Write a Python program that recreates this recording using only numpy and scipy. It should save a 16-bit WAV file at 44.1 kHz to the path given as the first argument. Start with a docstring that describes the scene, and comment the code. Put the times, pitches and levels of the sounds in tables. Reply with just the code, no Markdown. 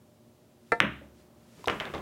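"""Pool shot, furnished game room

One microphone hears each source directly and through the room, over a faint hum and hiss.
The cue tip knocks and the shaft rings (noise burst and dying sines); the ball clicks into a second ball
(a brief force pulse) and thumps on the slate (modes and dull noise). That ball rolls to a corner pocket,
knocks into its liner (hollow noise), clacks against the balls lying there and drops with a low boom."""
import sys
import numpy as np
from scipy import signal
from scipy.fft import rfft, irfft, next_fast_len
from scipy.io import wavfile

SR = 44100
rng = np.random.default_rng(int(sys.argv[2]) if len(sys.argv) > 2 else 0)


def waveform_to_disk(signal):
    """Save audio, clipped to [-1, 1], as 16-bit WAV at the path in sys.argv[1]."""
    frames = np.transpose(np.atleast_2d(signal))
    scaled = np.clip(frames, -1, 1) * 32767
    samples = np.round(scaled).astype(np.int16)
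    wavfile.write(sys.argv[1], SR, samples)


N = 88861
TIME = np.arange(N) / SR   # s

# In every noise colour the level per Hz is relative: the noise is then scaled to rms 1.
# Tones of the room hum, before their waver: [f/Hz, level/dB rms]
HUM_TONES = [(118.4, -74), (231.5, -67), (360.7, -71), (602.9, -72)]
HUM_WAVER, HUM_WAVER_HZ = .45, 6   # rms share of the strength, top of the waver
# Colour of the room noise: [f/Hz, level/dB per Hz]
AIR_COLOUR = [(25, -20), (60, -9), (110, 1.5), (180, -12), (260, -5), (400, -10.5), (620, -9.5), (900, -19),
              (1500, -25), (3000, -24), (8000, -28), (16000, -31)]
AIR_DB = -64.5
# Strength of the balls' rumble on the cloth: [t/s, level/dB]
ROLL_LEVEL = [(.72, -64.5), (.8, -56), (1.02, -57), (1.15, -59.5), (1.45, -60.5), (1.57, -59.5), (1.6, -50),
              (1.64, -55.5), (1.75, -47), (2.01, -48.5)]
# Colour of that rumble: [f/Hz, level/dB per Hz]
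ROLL_COLOUR = [(35, -17.5), (70, -3.5), (140, 3.5), (280, 0.5), (550, -8.5), (1200, -15), (3000, -33)]
# Strength of the hiss: the shaft sliding before the stroke, then the player's rustle while straightening up:
# [t/s, level/dB]
RUSTLE_LEVEL = [(.55, -90), (.69, -68.5), (.78, -80.5), (1.1, -82.5), (1.2, -67.5), (1.3, -82), (1.45, -71),
                (1.58, -62.5), (1.75, -59), (1.88, -64), (2.01, -62)]
# Colour of that hiss: [f/Hz, level/dB per Hz]
HISS_COLOUR = [(500, -15), (1800, 1), (4000, -3), (7000, -5), (11000, -11.5), (16000, -24.5)]

# Tail of the room: [f/Hz, level/dB, t60/s]
ROOM_TAIL = [(60, 2, .6), (200, 4.5, 0.18), (500, -4, .35), (1000, -3.5, .35), (2000, -4.5, .37),
             (3050, -4, .35), (4000, -12.5, 0.57), (5500, -15.5, .3), (15000, -2.5, .25)]
# Early reflections from rails, ceiling and walls, before dulling: [delay t/s, level/dB]
REFLECTIONS = [(.0018, -21), (.0042, -20), (.0076, -17.5), (0.0185, -14.5), (.021, -19.5), (.03, -22.5),
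               (.0474, -19.5)]
ROOM_BUILD_S, WALL_CUT_HZ = 0.0069, 3800

# Small ticks around the pocket: [t/s, ring level/dB, ring f/Hz, ring t60/s, snap level/dB]
POCKET_TICKS = [(1.6427, -31.5, 1006, 0.025, -39), (1.658, -31, 3800, 0.0091, -66),
                (1.66, -39, 5100, 0.011, -64), (1.6748, -34, 5030, 0.003, -28),
                (1.68, -44, 7550, 0.0037, -41), (1.938, -35, 3400, 0.013, -46)]
# Colour of a tick's snap: [f/Hz, level/dB per Hz]
SNAP_COLOUR = [(500, 6.5), (2000, 8), (4500, 4), (9000, -6), (15000, -9)]
SNAP_T60_S, TICK_ROOM_DB = 0.0064, -13

# A ball knocks into the pocket liner, level before softening:
# [t/s, level/dB, t60/s, pitch of the hollow f/Hz, top f/Hz]
LINER_KNOCKS = [(1.6733, -20, 0.071, 527, 1280), (1.684, -26, 0.054, 1150, 2510),
                (1.695, -29.5, 0.18, 496, 8900), (1.807, -34, 0.14, 617, 7000),
                (1.855, -36.5, 0.23, 394, 2980), (1.938, -33.5, 0.2, 504, 7100),
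                (1.948, -38, 0.22, 296, 3020), (1.991, -41, 0.16, 800, 2000)]
# Colour of the liner: [f/Hz, level/dB per Hz]
LINER_COLOUR = [(40, -11), (80, -4.5), (140, -17), (300, -1.5), (1100, -2), (2000, -9), (4000, -18.5),
                (8000, -30), (15000, -40)]
HOLLOW_DB, HOLLOW_OCTAVES, KNOCK_ATTACK_S, POCKET_ROOM_DB = 6, .5, 0.0011, -2
DROP_S, DROP_DB, DROP_HZ, DROP_T60_S = 1.94, -36, 79, 0.41   # boom as the ball lands at the bottom

# Clacks of ball on ball in the pocket, level of the force pulse:
# [t/s, level/dB, contact t/s, room send level/dB, ring level/dB, ring f/Hz]
BALL_CLACKS = [(1.6829, -5.5, .00039, 4, -19, 2870), (1.6987, -8, .00044, -4.5, -26, 2980),
               (1.801, -16.5, 0.00042, 12, -20, 3030), (1.8073, -17, 0.00034, -12, -34.5, 3550),
               (1.8542, -26, 0.00031, 11.5, -31.5, 3500), (1.9489, -26, 0.00027, -9, -39, 3600),
               (1.9808, -42, 0.00027, 7, -40, 3300)]
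CLACK_T60_S, CLACK_RING_ROOM_DB = 0.0094, -8

# Ringing of slate and frame, level relative to the thump: [f/Hz, level/dB, t60/s]
SLATE_MODES = [(69.88, -19, 1.5), (127.9, -8, 0.28), (174.2, -8, 0.19), (205.3, -5.5, 0.44),
               (280.8, -6.5, .37), (314.4, -9, 0.29), (506, 2, 0.05), (564, -2.5, .16), (635, -5.5, 0.12)]
# A ball's weight hits the table: [t/s, level/dB]
TABLE_THUMPS = [(.7205, -45), (0.8044, -31.5), (0.8303, -29), (1.012, -50), (1.694, -38.5), (1.9478, -40)]
# Dense, dull thud of the frame: [f/Hz, level/dB per Hz]
FRAME_COLOUR = [(40, -23.5), (90, -12), (140, -0.5), (320, 0), (420, -10.5), (580, -5.5), (900, -18),
                (2000, -41), (6000, -71.5)]
FRAME_DB, FRAME_T60_S, FRAME_ATTACK_S = -5, 0.29, 0.0018   # level relative to the thump
TABLE_ROOM_DB = -5.5

# Chalky scuff of the tip: [f/Hz, level/dB per Hz]
SCUFF_COLOUR = [(1500, -15), (3200, -7.5), (4000, 4.5), (5800, -6.5), (7600, -4.5), (10500, -11.5),
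                (12000, -22.5), (16000, -33.5)]
SCUFF_DB, SCUFF_T60_S, SCUFF_ATTACK_S, SCUFF_ROOM_DB = -24.5, 0.012, .003, -3
SLIDE_DB, SLIDE_T60_S = -51.5, 0.16   # the shaft slides on through the fingers

# Pitches of the cue shaft: [f/Hz]
SHAFT_HZ = [476, 700, 910, 1169, 1356, 1623, 1782, 2042, 2345, 2645, 3710, 4315]
# Ringing at each of those pitches, level relative to CUE_DB: [level/dB, t60/s]
SHAFT_RINGING = [(-9.5, 0.16), (-4.5, .16), (-8.5, .16), (-5, 0.054), (0.5, 0.09), (-6.5, .085),
                 (-1.5, 0.11), (-5, .09), (-9, .07), (-20.5, .07), (-30, .035), (-27.5, 0.087)]
CUE_S, CUE_DB, CUE_ROOM_DB = 0.7192, -19, -16
# Knock of the leather tip: [f/Hz, level/dB per Hz]
TIP_COLOUR = [(50, -12.5), (150, -7.5), (300, -10.5), (510, 4.5), (620, -7.5), (820, -4), (1050, -16.5),
              (2200, -15), (3100, -35), (5000, -48.5), (16000, -76.5)]
TIP_DB, TIP_T60_S, TIP_ATTACK_S = -18, 0.068, .0006

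CLICK_S, CLICK_DB, CLICK_CONTACT_S, CLICK_ROOM_DB = .8031, 6.5, .00038, 0   # level of the force pulse
BALL_RADIATES_HZ = 1350   # a ball radiates poorly below this
CRACK_S, CRACK_DB, CRACK_HZ = .8032, -10.5, 6130   # level of the impulse before softening

MIC_LOW_CUT_HZ, TOP_CUT_HZ = 43, 16828


def from_db(db):
    """Decibels to gain."""
    return 10 ** (np.asarray(db) / 20)


def fade(t60):
    """Exponential decay from 1, down 60 dB after t60 seconds."""
    return np.exp(-np.log(1000) * TIME / t60)


def swell(attack_s):
    """Soft onset, rising to 1."""
    return 1 - np.exp(-TIME / attack_s)


def level(points):
    """Gain over time, straight in dB between the points."""
    return from_db(np.interp(TIME, *np.transpose(points)))


def at_hz(points, hz, axis=1):
    """Read a table column on a log-frequency axis."""
    table = np.array(points)
    return np.interp(np.log(hz + 1e-9), np.log(table[:, 0]), table[:, axis])


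def at(start_s, sound):
    """Start a sound at the given time."""
    return np.concatenate([np.zeros(int(start_s * SR)), sound, np.zeros(N)])[:N]


def soften(sound, top_hz):
    """Take the treble off."""
    b, a = signal.butter(2, min(top_hz, SR / 3), fs=SR)
    return signal.lfilter(b, a, sound + 1e-18)


def convolve(sound, response):
    """Pass a sound through an impulse response."""
    return signal.fftconvolve(sound, response)[:N]


def noise(colour, hollow_hz=None):
    """Coloured noise of rms 1, with an optional broad resonance."""
    size = next_fast_len(N)
    hz = np.fft.rfftfreq(size, 1 / SR) + 1e-9
    db = at_hz(colour, hz)
    if hollow_hz:
        octaves_away = np.log2(hz / hollow_hz)
        db = db + HOLLOW_DB * np.exp(-(octaves_away / HOLLOW_OCTAVES) ** 2)
    white = rng.standard_normal(size)
    coloured = irfft(rfft(white) * from_db(db), size)[:N]
    return coloured / coloured.std()


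def ring(modes):
    """Struck modes: dying sines of alternating sign."""
    out = 0
    for k, (hz, db, t60) in enumerate(modes):
        sign = (-1) ** k
        out = out + sign * from_db(db) * fade(t60) * np.sin(2 * np.pi * hz * TIME)
    return out


def collision(contact_s):
    """Two hard balls meet: one brief elastic force pulse, radiated without its bass."""
    half_sine = np.sin(np.pi * np.minimum(TIME / contact_s, 1))
    force = np.maximum(half_sine, 0) ** (3 / 2)
    b, a = signal.butter(3, BALL_RADIATES_HZ, "high", fs=SR)
    return signal.lfilter(b, a, force + 1e-18)


def hum():
    """A few tones of fixed pitch whose strength wavers slowly at random."""
    out = 0
    for hz, db in HUM_TONES:
        waver = soften(rng.standard_normal(N), HUM_WAVER_HZ)
        strength = np.sqrt(2) * from_db(db) * (1 + HUM_WAVER * waver / waver.std())
        out = out + strength * np.sin(2 * np.pi * (hz * TIME + rng.random()))
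    return out


def room_noise():
    """Steady coloured noise of the room."""
    return from_db(AIR_DB) * noise(AIR_COLOUR)


def rustle():
    """Bright hiss that comes and goes: the shaft sliding before the stroke, later the player's clothes as they
    move."""
    return level(RUSTLE_LEVEL) * noise(HISS_COLOUR)


def rolling():
    """Balls rolling on the cloth: low noise of changing strength."""
    return level(ROLL_LEVEL) * noise(ROLL_COLOUR)


def room_response():
    """A few dull reflections, then a diffuse tail that dies band by band."""
    edges = np.geomspace(40, 18000, 19)
    white = rng.standard_normal((2, N))   # neighbouring bands take turns, so they are independent
    tail = 0
    for k, (low, high) in enumerate(zip(edges, edges[1:])):
        centre_hz = np.sqrt(low * high)
        t60 = at_hz(ROOM_TAIL, centre_hz, axis=2)
        band_filter = signal.butter(2, [low, high], "band", fs=SR, output="sos")
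        band = signal.sosfilt(band_filter, white[k % 2])
        even_energy = np.sqrt(2 * np.log(1000) / (t60 * SR))   # offsets the length of the decay
        tail = tail + band * fade(t60) * from_db(at_hz(ROOM_TAIL, centre_hz)) * even_energy
    reflections = sum(at(delay_s, [from_db(db)]) for delay_s, db in REFLECTIONS)
    return tail * swell(ROOM_BUILD_S) + soften(reflections, WALL_CUT_HZ)


def ticks():
    """Each tick is a snap of noise with one short ring."""
    out = 0
    for start_s, ring_db, hz, t60, snap_db in POCKET_TICKS:
        snap = from_db(snap_db) * noise(SNAP_COLOUR) * fade(SNAP_T60_S)
        out = out + at(start_s, ring([(hz, ring_db, t60)]) + snap)
    return out


def pocket():
    """Hollow noise knocks on the liner, and one low dying sine as the ball lands."""
    out = at(DROP_S, ring([(DROP_HZ, DROP_DB, DROP_T60_S)]))
    for start_s, db, t60, hollow_hz, top_hz in LINER_KNOCKS:
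        liner = soften(noise(LINER_COLOUR, hollow_hz), top_hz)
        out = out + at(start_s, from_db(db) * liner * swell(KNOCK_ATTACK_S) * fade(t60))
    return out


def clacks():
    """Collisions in the pocket, each with a brief bright ring; as (sound, room dB) pairs."""
    hits, rings = [], 0
    for start_s, db, contact_s, room_db, ring_db, hz in BALL_CLACKS:
        hits.append((at(start_s, from_db(db) * collision(contact_s)), room_db))
        rings = rings + at(start_s, ring([(hz, ring_db, CLACK_T60_S)]))
    return hits + [(rings, CLACK_RING_ROOM_DB)]


def table():
    """The slate rings in its modes and the frame thuds in dull noise under every thump."""
    slate = ring(SLATE_MODES)
    thud_envelope = from_db(FRAME_DB) * swell(FRAME_ATTACK_S) * fade(FRAME_T60_S)
    out = 0
    for start_s, db in TABLE_THUMPS:
        thud = thud_envelope * noise(FRAME_COLOUR)
        out = out + at(start_s, from_db(db) * (slate + thud))
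    return out


def scuff():
    """The chalked tip bites on the ball, then the shaft hisses through the fingers."""
    bite = from_db(SCUFF_DB) * fade(SCUFF_T60_S)
    slide = from_db(SLIDE_DB) * fade(SLIDE_T60_S)
    return at(CUE_S, noise(SCUFF_COLOUR) * swell(SCUFF_ATTACK_S) * (bite + slide))


def cue():
    """The leather tip knocks as a noise burst and the shaft rings in its modes."""
    modes = [(hz, db, t60) for hz, (db, t60) in zip(SHAFT_HZ, SHAFT_RINGING)]
    shaft = from_db(CUE_DB) * ring(modes)
    knock = from_db(TIP_DB) * noise(TIP_COLOUR) * fade(TIP_T60_S)
    return at(CUE_S, (shaft + knock) * swell(TIP_ATTACK_S))


def crack():
    """Sharp edge of the click: one softened impulse."""
    return soften(at(CRACK_S, [from_db(CRACK_DB)]), CRACK_HZ)


def click():
    """The cue ball collides with the object ball."""
    return at(CLICK_S, from_db(CLICK_DB) * collision(CLICK_CONTACT_S))


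def scene():
    """The table's sources reach the microphone directly and through the room, over the background."""
    background = hum() + room_noise() + rustle() + rolling()
    sources = [(ticks(), TICK_ROOM_DB), (pocket(), POCKET_ROOM_DB), *clacks(), (table(), TABLE_ROOM_DB),
               (scuff(), SCUFF_ROOM_DB), (cue(), CUE_ROOM_DB), (click(), CLICK_ROOM_DB)]
    direct = crack() + sum(sound for sound, _ in sources)   # the crack is heard only directly
    sent = sum(from_db(room_db) * sound for sound, room_db in sources)
    return (background + convolve(sent, room_response()) + direct)[None]


def record(dry):
    """The microphone loses the deep bass, full scale rounds the peaks, and the top is cut."""
    low_cut = signal.butter(2, MIC_LOW_CUT_HZ, "high", fs=SR, output="sos")
    thin = signal.sosfilt(low_cut, dry)
    limited = thin / (1 + thin ** 6) ** (1 / 6)
    top_cut = signal.cheby2(16, 75, TOP_CUT_HZ, fs=SR, output="sos")   # 75 dB down from here up
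    return signal.sosfilt(top_cut, limited)


dry = scene()
out = record(dry)
waveform_to_disk(out)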